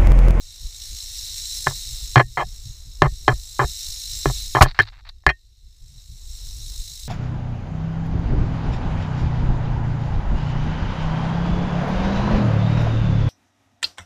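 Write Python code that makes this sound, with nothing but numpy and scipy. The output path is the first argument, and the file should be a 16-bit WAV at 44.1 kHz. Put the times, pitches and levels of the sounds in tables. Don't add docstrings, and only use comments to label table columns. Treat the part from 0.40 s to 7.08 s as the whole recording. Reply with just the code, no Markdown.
import sys
import numpy as np
from scipy import signal
from scipy.fft import rfft, irfft
from scipy.io import wavfile

SR = 44100
rng = np.random.default_rng(int(sys.argv[2]) if len(sys.argv) > 2 else 0)


def nominal_scale(level):
    x = np.asarray(level, float) / 20
    return 10 ** x


def materialize(psi):
    bounded = np.clip(np.atleast_2d(psi).T, -1, 1)
    quanta = np.round(bounded * 32767).astype(np.int16)
    wavfile.write(sys.argv[1], SR, quanta)


N = 294588
TIME = np.arange(N) / SR

# time in seconds, level in dB, share of the small tip segments in dB.
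BUZZ = [(0, -52.5, 6), (.3, -48, 8.5), (.7, -42.5, 9), (1.15, -40, 11), (1.75, -44.5, 9), (1.85, -59.5, 11),
        (2.1, -53, 9.5), (2.6, -56.5, 7.5), (2.95, -52.5, 12), (3.4, -44, 11.5), (4.0, -39.5, 9),
        (4.195, -46, 10), (4.25, -65, 3.5), (4.68, -70.5, -1), (5.2, -68, 4), (5.93, -54, 10.5),
        (6.34, -49.5, 12), (6.68, -49.5, 11.5)]
# time in seconds, shakes per second.
TAIL_SPEED = [(0, 55), (1, 53), (3, 54), (4, 52), (6.68, 51)]
# pitch in Hz, width in Hz, level in dB.
SEGMENTS = [(3200, 120, -13), (3630, 120, -8), (3780, 130, 0), (4030, 130, 0), (4600, 200, -10),
            (5300, 130, 2), (5610, 150, 1), (5900, 150, -9), (6150, 150, -8), (6650, 200, -2),
            (7480, 320, -5), (8100, 300, -10), (10600, 500, -16)]
# frequency in Hz, level in dB per Hz.
CLATTER = [(1500, -48), (2600, -20), (3050, -20), (3250, -13.5), (3480, -16), (3650, -3), (4150, -2),
           (4500, -6), (5100, -4.5), (5500, -13), (6200, -22.5), (7500, -11), (11500, -18.5),
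           (15300, -13.5)]
# frequency in Hz, level in dB per Hz.
LEAK = [(150, -37.5), (250, -21), (457, -28), (507, -25), (768, -38), (1280, -17.5), (1480, -5), (1940, 12),
        (3000, 0.5), (3900, -28), (6600, -120)]
# time in seconds, steady rumble in dB.
RUMBLE = [(0, -43.5), (1.2, -39.5), (1.7, -36.5), (2.3, -40), (2.9, -36.5), (3.3, -44), (4.1, -34.5),
          (4.7, -45), (5.2, -50.5), (6.2, -35), (6.68, -43)]
# frequency in Hz, level in dB per Hz.
RUMBLE_COLOUR = [(8.8, -33.5), (15, -2), (27, -0.5), (44, -2), (56, -4.5), (110, -20), (140, -47),
                 (240, -120)]
# time in seconds, deep swell in dB, sharper bump in dB.
JOLTS = [(0.251, -33.5, -48), (0.529, -30.5, -49), (.73, -45, -86), (.94, -45, -80), (1.35, -38.5, -49),
         (1.55, -42, -44.5), (1.63, -39.5, -51), (1.722, -34.5, -58), (1.858, -51.5, -38),
         (2.06, -47, -36.5), (2.161, -44, -56.5), (2.281, -60.5, -39), (2.481, -47.5, -43.5),
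         (2.72, -33, -37), (2.83, -37.5, -54), (2.98, -38, -54), (3.29, -36, -46), (3.49, -37, -55.5),
         (3.751, -31, -57), (3.95, -44, -48), (5.26, -50, -56.5), (5.44, -51, -58), (5.72, -47.5, -42.5),
         (5.9, -43.5, -59), (6.07, -38, -50), (6.2, -34, -43.5), (6.29, -36.5, -63), (6.41, -33, -47.5),
         (6.5, -45, -56), (6.66, -32, -68)]
# start in seconds, length in seconds, judder in dB, low sway in dB,
# upper modes in dB relative to the judder.
JUDDERS = [(1.265, .012, -18, -11.5, 2), (1.284, .04, -32.5, -25, -4), (1.76, .023, -5.5, -3, 0.5),
           (1.793, .02, -5, -13, -2.5), (1.972, 0.025, -7.5, -23, -8), (2.002, .026, -11.5, -35, -8),
           (2.618, .048, -8.5, -4, -5.5), (2.878, .014, -13.5, -5, 5.5), (2.892, .034, -15, -13.5, -9.5),
           (3.195, .05, -10.5, -11, -7), (3.857, .052, -22.5, -9.5, -6), (4.148, .03, -12, -11, -0.5),
           (4.179, .011, -13, -30.5, -18.5), (4.208, .018, 9, 3, -11.5), (4.239, .034, -23.5, -14, 0.5),
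           (4.395, .011, -14, -22, 9.5), (4.404, .022, -36.5, -29.5, 7), (4.864, .016, -14.5, -11, 1),
           (4.889, .018, -13.5, -27.5, 6)]
# belly modes, upper
# modes, crack between 2 and 6 kHz.
KNOCKS = [(1.269, -12, -4.5, -2.5, -37.5), (1.309, -33, -25, -18, -37), (1.757, -3, -10, -1, -34),
          (1.777, -9.5, -15.5, 0, -35.5), (1.799, -5, -26, -19, -37), (2.619, 1, 4, -7.5, -31),
          (2.879, 0, -1, -19, -41), (3.192, -15.5, 6, -8, -36), (3.856, -11.5, 9, -7, -23),
          (3.898, -24.5, 5, -15, -30), (4.149, -12, 5.5, -19.5, -19), (4.167, -11.5, -1.5, -11, -46),
          (4.259, -19.5, -1, -7.5, -32), (4.389, -11, -8, 4.5, -30.5), (4.398, -16, -10.5, 11, -36),
          (4.836, -54.5, -10, -1, -39), (4.864, -7, -1, 3.5, -17.5), (4.891, -26.5, -6.5, 13.5, -28)]
# pitch in Hz, level in dB, time to fade by 60 dB in seconds.
CASE = [(325, -18, .06), (382.3, -9, 0.045), (566, -19.5, 0.029), (622.4, -13.5, 0.05), (727, -10, 0.047),
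        (784.4, -6, 0.029), (881.5, -11, 0.0041), (1079, -2, 0.023), (1195, -7, 0.019), (1412, -14, 0.018),
        (1565, -14.5, 0.029), (1713, 0, 0.024), (1866, -6.5, 0.014), (2076, -5, 0.017), (2325, -19, 0.018),
        (2494, -20, 0.035), (3184, -12, 0.026)]
# pitch in Hz, level in dB, time to fade by 60 dB in seconds.
BRACKET = [(1845, -21, .105), (2717, -35, .1)]
# start in seconds, peak in dB, pitch in Hz, time to fade by 60 dB in seconds.
THUMPS = [(1.276, -20.5, 95, 0.11), (1.767, -6, 123.1, 0.19), (2.626, -8.5, 120, 0.09),
          (2.669, -12, 53.8, 0.11), (2.88, -11, 115.7, 0.15), (2.933, -13, 54, 0.11),
          (3.246, -10.5, 60, 0.071), (3.859, -16, 44.6, 0.51), (4.395, -16.5, 104, 0.16),
          (4.868, -9, 55, 0.14)]
# start in seconds, peak in dB, pitch in Hz, time to fade by 60 dB in seconds.
BLOW = [
    (4.2135, 11.5, 82.3, .055),
    (4.222, -7.5, 24.42, .25),
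]
# start in seconds, level in dB, time to fade by 60 dB in seconds.
STRIKE = [
    (4.212, -15.5, 0.021),
    (4.2215, -6.5, 0.05),
    (4.234, -29, 0.027),
    (4.393, -48.5, 0.14),
    (4.421, -34, 0.02),
    (4.691, -53.5, 0.045),
]
# start in seconds, length in seconds, level in dB,
# rasp near 4 kHz in dB relative to that level.
SCUFFS = [
    (4.259, 0.062, -45, 3.5),
    (4.346, .037, -45.5, -5),
    (4.416, 0.02, -40, 4.5),
    (4.453, 0.046, -48, 3.5),
    (4.522, 0.088, -52.5, -6),
    (4.639, 0.045, -52.5, -2.5),
    (4.69, 0.0051, -47, 6.5),
]

THROB, THROB_WANDER = 0.13, 0.05
ENCLOSURE_T60_S, ENCLOSURE_DB = .09, -7
WHINE_HZ, WHINE_UNDER_DB, WHINE_TOP_DB = 12617, 13, -65
HISS_DB, HISS_PATCHY_DB = -2, 2.5
HISS_YIELDS_DB, HISS_YIELD = -40.5, 0.33
LUMPY_DB, BUMP_DB, BUMPY_DB, JOLT_S = -1, -23, 5.0, .03
SWAY_HZ, SWAY_WIDTH_HZ = 130.6, 7.76
BELLY_FOLLOWS_SWAY, BELLY_DB = 0.41, 1.5
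JUDDER_SAG_DB_S, SWAY_SAG_DB_S, UPPER_SAG_DB_S, LET_GO_DB_S = 131.5, 155.5, 152.5, 2501
SCUFF_SAG_DB_S = 42.5
BELLY_HZ = 560
UPPER_HZ = 1500
CONTACT_HZ = 2980
CUTOFF_HZ = 15520


def rms_one(x):
    return x / np.sqrt(np.mean(x ** 2) + 1e-20)


def in_time(rows):
    s, *columns = np.transpose(rows)
    return [np.interp(TIME, s, column) for column in columns]


def colour(x, spectrum):
    hz = np.arange(N // 2 + 1) * SR / N + 1
    points_hz, points_db = np.transpose(spectrum)
    level_db = np.interp(np.log(hz), np.log(points_hz), points_db)
    return rms_one(irfft(rfft(x) * nominal_scale(level_db), N))


def band(x, low_hz, high_hz, order=2):
    sos = signal.butter(order, [low_hz, high_hz], "band", fs=SR, output="sos")
    return rms_one(signal.sosfilt(sos, x))


def drift(rate):
    r = np.exp(-80 * np.pi * rate / SR)
    noise = rng.standard_normal(N // 40 + 1002)
    slow = signal.lfilter([1], [1, -2 * r, r * r], noise)[1000:]
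    return np.interp(np.arange(N) / 40, np.arange(len(slow)), rms_one(slow))


def ring(hits, hz, t60):
    r = nominal_scale(-60 / (t60 * SR))
    w = 2 * np.pi * hz / SR
    return signal.lfilter([0, np.sin(w)], [1, -2 * r * np.cos(w), r * r], hits + 1e-18)


def clicks(per_s, spread_db):
    chance, size, sign = rng.random((3, N))
    height = nominal_scale(spread_db * np.minimum(-np.log(size + 1e-9), 4))
    return (chance < per_s / SR) * height * np.sign(sign - .5)


def bouts(rows, column, sag_db):
    out, after = np.zeros(N), TIME[:SR // 5]
    for row, level_db in zip(rows, column):
        start = round(row[0] * SR)
        overtime = np.maximum(after - row[1], 0)
        out[start:start + len(after)] += nominal_scale(level_db - sag_db * after - LET_GO_DB_S * overtime)
    return out


def enclosure(dry):
    tail = rng.standard_normal(SR // 5) * nominal_scale(-60 * TIME[:SR // 5] / ENCLOSURE_T60_S)
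    wet = rms_one(signal.fftconvolve(dry, tail)[:N])
    return rms_one(dry) + nominal_scale(ENCLOSURE_DB) * wet


def rattle(tip_db, depth):
    shakes, = in_time(TAIL_SPEED)
    turn = 2 * np.pi * np.cumsum(shakes * (1 + .015 * drift(6.6))) / SR
    depth = np.clip(depth, 0, .6)
    rings = np.zeros(N)
    for hz, width, level_db in SEGMENTS:
        lag = .5 * rng.standard_normal()
        busy = 1 + depth * np.cos(turn + lag) + 0.13 * np.cos(2 * turn + lag)
        uneven = nominal_scale(1.1 * drift(9) + 0.95 * drift(3.2))
        hits = clicks(900 * busy, 2.2) * busy * uneven
        rings += nominal_scale(level_db) * np.sqrt(width) * rms_one(ring(hits, hz, 2.2 / width))
    busy = 1 + depth * np.cos(turn) + 0.12 * np.cos(2 * turn)
    broad = clicks(4000 * busy, 3.0) * busy
    heard = enclosure(rms_one(rings) + nominal_scale(-3.5) * colour(broad, CLATTER))
    heard = signal.sosfilt(signal.butter(3, 1550, "high", fs=SR, output="sos"), heard)
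    low = signal.sosfiltfilt(signal.butter(2, 4700, fs=SR, output="sos"), heard)
    spread = rms_one(low) + nominal_scale(tip_db - 3.0) * rms_one(heard - low)
    return (spread + nominal_scale(-21) * colour(broad, LEAK)) * nominal_scale(0.74 * drift(7))


def whine_and_hiss(buzz_db):
    yielding = HISS_YIELD * np.maximum(buzz_db - HISS_YIELDS_DB, 0)
    hiss_db = HISS_DB + HISS_PATCHY_DB * drift(6.8) - yielding
    whine = np.sin(2 * np.pi * WHINE_HZ * TIME)
    hiss = nominal_scale(hiss_db) * band(rng.standard_normal(N), 220, 1700, order=1)
    return nominal_scale(np.minimum(buzz_db - WHINE_UNDER_DB, WHINE_TOP_DB)) * (whine + hiss)


def swells(column):
    marks = np.zeros(N // 40 + 1)
    marks[[int(row[0] * SR / 40) for row in JOLTS]] = nominal_scale(column)
    span = np.arange(-150, 151) * 40 / SR
    bell = np.exp(-(span / JOLT_S) ** 2)
    return np.interp(np.arange(N) / 40, np.arange(len(marks)), np.convolve(marks, bell, "same"))


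def rumble():
    level_db, = in_time(RUMBLE)
    _, deep_db, bump_db = np.transpose(JOLTS)
    deep_gain = nominal_scale(level_db + LUMPY_DB * drift(12)) + swells(deep_db)
    bump_gain = nominal_scale(level_db + BUMP_DB + BUMPY_DB * drift(5.1)) + swells(bump_db)
    deep = colour(rng.standard_normal(N), RUMBLE_COLOUR)
    deep += nominal_scale(-35) * band(rng.standard_normal(N), 200, 400)
    return deep_gain * deep + bump_gain * band(rng.standard_normal(N), 39, 135, order=4)


def judder():
    _, _, slip_db, sway_db, upper_db = np.transpose(JUDDERS)
    belly_db = slip_db + BELLY_DB + BELLY_FOLLOWS_SWAY * (sway_db - slip_db)
    belly = bouts(JUDDERS, belly_db, JUDDER_SAG_DB_S)
    lower = bouts(JUDDERS, slip_db, JUDDER_SAG_DB_S)
    upper = bouts(JUDDERS, slip_db + upper_db + 5.5, JUDDER_SAG_DB_S + UPPER_SAG_DB_S)
    slips = nominal_scale(-16.5) * clicks(2500, 0.57) * np.array([belly, lower, upper])
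    wobble = 2 * np.pi * np.cumsum(SWAY_HZ + SWAY_WIDTH_HZ * drift(12)) / SR
    sway = signal.lfilter([.003], [1, -.997], bouts(JUDDERS, sway_db, SWAY_SAG_DB_S))
    return slips, nominal_scale(-4.5) * sway * np.sin(wobble)


def knocks():
    blows, cracks = np.zeros((3, N)), np.zeros(N)
    for s, level_db, belly_db, upper_db, crack_db in KNOCKS:
        blows[:, round((s + .0008) * SR)] = -nominal_scale(level_db + 3 + np.array([belly_db, 0, upper_db]))
        cracks[round((s + .001) * SR)] = nominal_scale(level_db + crack_db)
    fading = signal.lfilter([1], [1, -nominal_scale(-60 / (0.018 * SR))], cracks)
    return blows, fading * band(rng.standard_normal(N), 2000, 6000)


def case(contacts):
    soft = signal.sosfilt(signal.butter(4, CONTACT_HZ, fs=SR, output="sos"), contacts)
    shell = np.zeros(N)
    for k, (hz, level_db, t60) in enumerate(CASE):
        group = int(hz > BELLY_HZ) + int(hz > UPPER_HZ)
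        share = nominal_scale(level_db + 2.0 * drift(20))
        shell += (-1) ** (k // 3) * ring(soft[group] * share, hz, t60)
    shell = signal.sosfilt(signal.butter(2, 280, "high", fs=SR, output="sos"), shell)
    sharp = contacts[-1]
    loose = nominal_scale(-17.0) * (ring(sharp, 4250, .012) + nominal_scale(-9.5) * ring(sharp, 5433, 0.013))
    bracket = sum(ring(soft[-1] * nominal_scale(level_db), hz, t60) for hz, level_db, t60 in BRACKET)
    return shell + loose + bracket


def thumps():
    out = np.zeros(N)
    for s, level_db, hz, t60 in THUMPS + BLOW:
        after = np.maximum(TIME - s, 0)
        out += nominal_scale(level_db - 60 * after / t60) * np.sin(2 * np.pi * hz * after)
    return out


def strike():
    bursts = np.zeros(N)
    for s, level_db, t60 in STRIKE:
        after = np.maximum(TIME - s, 0)
        bursts += nominal_scale(level_db - 60 * after / t60) * (TIME >= s)
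    return bursts * band(clicks(4200, 3.0), 1700, 6300, order=1)


def scuffs():
    _, _, level_db, rasp_db = np.transpose(SCUFFS)
    level = bouts(SCUFFS, level_db, SCUFF_SAG_DB_S)
    sharp = bouts(SCUFFS, level_db + rasp_db, SCUFF_SAG_DB_S)
    grains = clicks(900 * nominal_scale(8.0 * drift(70)), 3.5)
    body = band(grains, 720, 2500, order=3)
    rasp = band(grains, 3700, 4590, order=3) + nominal_scale(-18) * band(grains, 5200, 5900, order=3)
    singing = sum(ring(level * grains, hz, t60) for hz, _, t60 in BRACKET)
    return level * body + sharp * rasp + nominal_scale(-32) * singing


def scene():
    buzz_db, tip_db = in_time(BUZZ)
    buzz = nominal_scale(buzz_db) * rattle(tip_db, THROB + THROB_WANDER * drift(4))
    slips, sway = judder()
    blows, cracks = knocks()
    handling = rumble() + case(slips + blows) + sway + cracks + thumps() + strike() + scuffs()
    return (buzz + whine_and_hiss(buzz_db) + handling)[None]


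def roll_off(x):
    return signal.sosfilt(signal.butter(12, 16030, fs=SR, output="sos"), x)


def record(dry):
    top = .93
    x = dry / (1 + np.abs(dry / top) ** 6) ** (1 / 6)
    x = signal.sosfilt(signal.cheby2(22, 60, CUTOFF_HZ, fs=SR, output="sos"), x)
    return roll_off(x)


dry = scene()
out = record(dry)
materialize(out)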